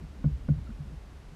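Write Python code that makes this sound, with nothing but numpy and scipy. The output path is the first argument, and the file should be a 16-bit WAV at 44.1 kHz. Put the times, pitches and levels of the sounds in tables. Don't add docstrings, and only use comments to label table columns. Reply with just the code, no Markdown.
import sys
import numpy as np
from scipy import signal
from scipy.fft import rfft, irfft
from scipy.io import wavfile
from scipy.ndimage import uniform_filter1d

SR = 44100
rng = np.random.default_rng(int(sys.argv[2]) if len(sys.argv) > 2 else 0)


def master_out(mix):
    frames = np.transpose(np.atleast_2d(mix))
    ceiling = np.clip(frames, -1, 1)
    pcm = np.round(ceiling * 32767).astype(np.int16)
    wavfile.write(sys.argv[1], SR, pcm)


N = 59535


def from_db(db):
    return 10 ** (np.asarray(db) / 20)


def level_curve(points):
    time_s, level_db = np.transpose(points)
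    return from_db(np.interp(np.arange(N) / SR, time_s, level_db))


def band_noise(low_hz, high_hz):
    band = signal.butter(2, [low_hz, high_hz], "band", fs=SR, output="sos")
    noise = signal.sosfilt(band, rng.standard_normal(N + SR))[SR:]
    return noise / noise.std()


def swell(start_s, length_s):
    age = np.clip(np.arange(N) / SR - start_s, 0, length_s)
    return age, np.sin(np.pi * age / length_s) ** 2


def click(start_s):
    return np.maximum(0, 1 - np.abs(np.arange(N) - start_s * SR))


def ring(force, pitch_hz, t60_s):
    radius = np.exp(-np.log(1000) / (t60_s * SR))
    angle = 2 * np.pi * pitch_hz / SR
    return signal.lfilter([0, np.sin(angle)], [1, -2 * radius * np.cos(angle), radius ** 2], force + 1e-18)


def ring_body(force, modes):
    return sum((-1) ** k * from_db(gain_db) * ring(force, pitch_hz, t60_s)
               for k, (pitch_hz, gain_db, t60_s) in enumerate(modes))


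def hiss():
    # frequency_hz, relative_density_db
    spectrum = [(20, -8), (60, -3.5), (130, -4.5), (260, -11), (400, -13.5), (900, -18.5), (2000, -24),
                (5000, -32), (8000, -37.5), (12000, -43), (14500, -52)]
    treble_db = -62.5
    points_hz, density_db = np.transpose(spectrum)
    hz = np.maximum(np.arange(N // 2 + 1) * SR / N, 1)
    tilt = from_db(np.interp(np.log(hz), np.log(points_hz), density_db))
    shaped = rfft(rng.standard_normal(N)) * tilt
    treble = irfft(shaped * (hz > 1000) * (hz < 12000), N)
    low_cut = signal.butter(2, 24.4, "high", fs=SR, output="sos")
    return from_db(treble_db) * signal.sosfilt(low_cut, irfft(shaped, N)) / treble.std()


def hull_wobble():
    # time_s, level_db
    ride = [(0, -41), (.12, -45), (.17, -46), (.21, -40.5), (.3, -49.5), (.55, -37.5), (.8, -43.5),
            (1.08, -47.5), (1.18, -48), (1.24, -54), (1.29, -44), (1.35, -60)]
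    pitch_hz, width_hz, smoothing_s = 53.8, 27, .06
    flex = band_noise(pitch_hz - width_hz / 2, pitch_hz + width_hz / 2)
    power = uniform_filter1d(np.abs(signal.hilbert(flex)) ** 2 / 2, int(smoothing_s * SR))
    even_flex = flex / np.sqrt(power + 1e-9)
    return level_curve(ride) * even_flex


def load_rumble():
    # time_s, level_db
    ride = [(0, -40), (.09, -63), (.2, -49.5), (.3, -54.5), (.42, -55.5), (.6, -52), (.76, -62),
            (.9, -49.5), (1.0, -61.5), (1.35, -60)]
    return level_curve(ride) * band_noise(low_hz=110, high_hz=250)


def hull_bumps():
    # start_s, length_s, level_db, pitch_hz
    pushes = [(0, 0.081, -40.5, 153.6), (.302, 0.081, -25.5, 60.3), (.392, 0.054, -36, 57.8),
              (.54, 0.067, -30.5, 147), (.562, 0.043, -35, 80), (.6, 0.13, -33.5, 59.2),
              (.672, 0.062, -37.5, 219.7), (0.681, 0.033, -39, 139.5), (.68, 0.041, -50.5, 275),
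              (.686, 0.077, -32.5, 51), (.821, 0.12, -38, 59.7), (.835, 0.068, -46.5, 200.3),
              (.868, 0.09, -48.5, 148.3), (.915, 0.053, -39.5, 150.2), (0.9, 0.025, -47, 213),
              (0.932, 0.093, -38, 61), (1.135, 0.065, -37.5, 58), (1.31, 0.043, -44.5, 148.8)]
    out = 0
    for start_s, length_s, level_db, pitch_hz in pushes:
        age, envelope = swell(start_s, length_s)
        out = out + from_db(level_db) * envelope * np.sin(2 * np.pi * pitch_hz * age)
    return out


def fitting_chatter():
    # start_s, force_db
    chatters = [(.2400, -2), (.4848, 0.1)]
    # delay_s, gain_db
    touches = [(0, 1), (.0019, 1), (.006, -7), (0.0167, -28)]
    # pitch_hz, gain_db, t60_s
    modes = [(334, -38.5, 0.1), (434, -53, 0.22), (515, -44.5, 0.054), (591, -45, 0.086), (694, -52, 0.084),
             (848, -54, 0.074), (1084, -45, 0.009), (1375, -46, .05), (1468, -49.5, 0.031),
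             (2220, -62, 0.047)]
    force = sum(click(start_s + delay_s) * from_db(force_db + gain_db)
                for start_s, force_db in chatters for delay_s, gain_db in touches)
    high_cut = signal.butter(3, 2740, fs=SR, output="sos")
    return signal.sosfilt(high_cut, ring_body(force, modes))


def hull_knocks():
    # start_s, force_db, direction (+1 push, -1 release), contact_cutoff_hz
    blows = [(.2421, -1.95, 1, 1400), (0.4867, -0.94, 1, 1405), (0.787, -16, -1, 188)]
    # pitch_hz, gain_db, t60_s
    modes = [(41.8, -42.5, 0.26), (61.4, -20, 0.19), (71.6, -21.5, 0.18), (88.7, -26.5, 0.32),
             (123.94, -31.5, 0.56), (143.2, -7.5, 0.16), (153.6, -5, 0.08), (173.7, -12.5, 0.05),
             (220.9, -23, 0.13), (236.2, -35.5, .157), (261.7, -23.5, 0.075), (304, -41.5, 0.21)]
    force = 0
    for start_s, force_db, direction, contact_cutoff_hz in blows:
        pad = signal.butter(2, contact_cutoff_hz, fs=SR, output="sos")
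        force = force + direction * from_db(force_db) * signal.sosfilt(pad, click(start_s))
    return -ring_body(force, modes)


def water_plips():
    # start_s, length_s, level_db, start_pitch_hz, glide_hz_per_s
    bubbles = [(0.664, 0.023, -55.5, 1380, -1000), (0.695, 0.018, -54, 1010, 42000)]
    out = 0
    for start_s, length_s, level_db, start_pitch_hz, glide_hz_per_s in bubbles:
        age, envelope = swell(start_s, length_s)
        cycles = (start_pitch_hz + glide_hz_per_s * age / 2) * age
        out = out + from_db(level_db) * envelope * np.sin(2 * np.pi * cycles)
    return out


def scene():
    bed = hiss() + hull_wobble() + load_rumble()
    return (bed + hull_bumps() + fitting_chatter() + hull_knocks() + water_plips())[None]


def record(dry):
    cutoff_hz = 14900
    return signal.sosfilt(signal.ellip(10, .1, 80, cutoff_hz, fs=SR, output="sos"), dry)


dry = scene()
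out = record(dry)
master_out(out)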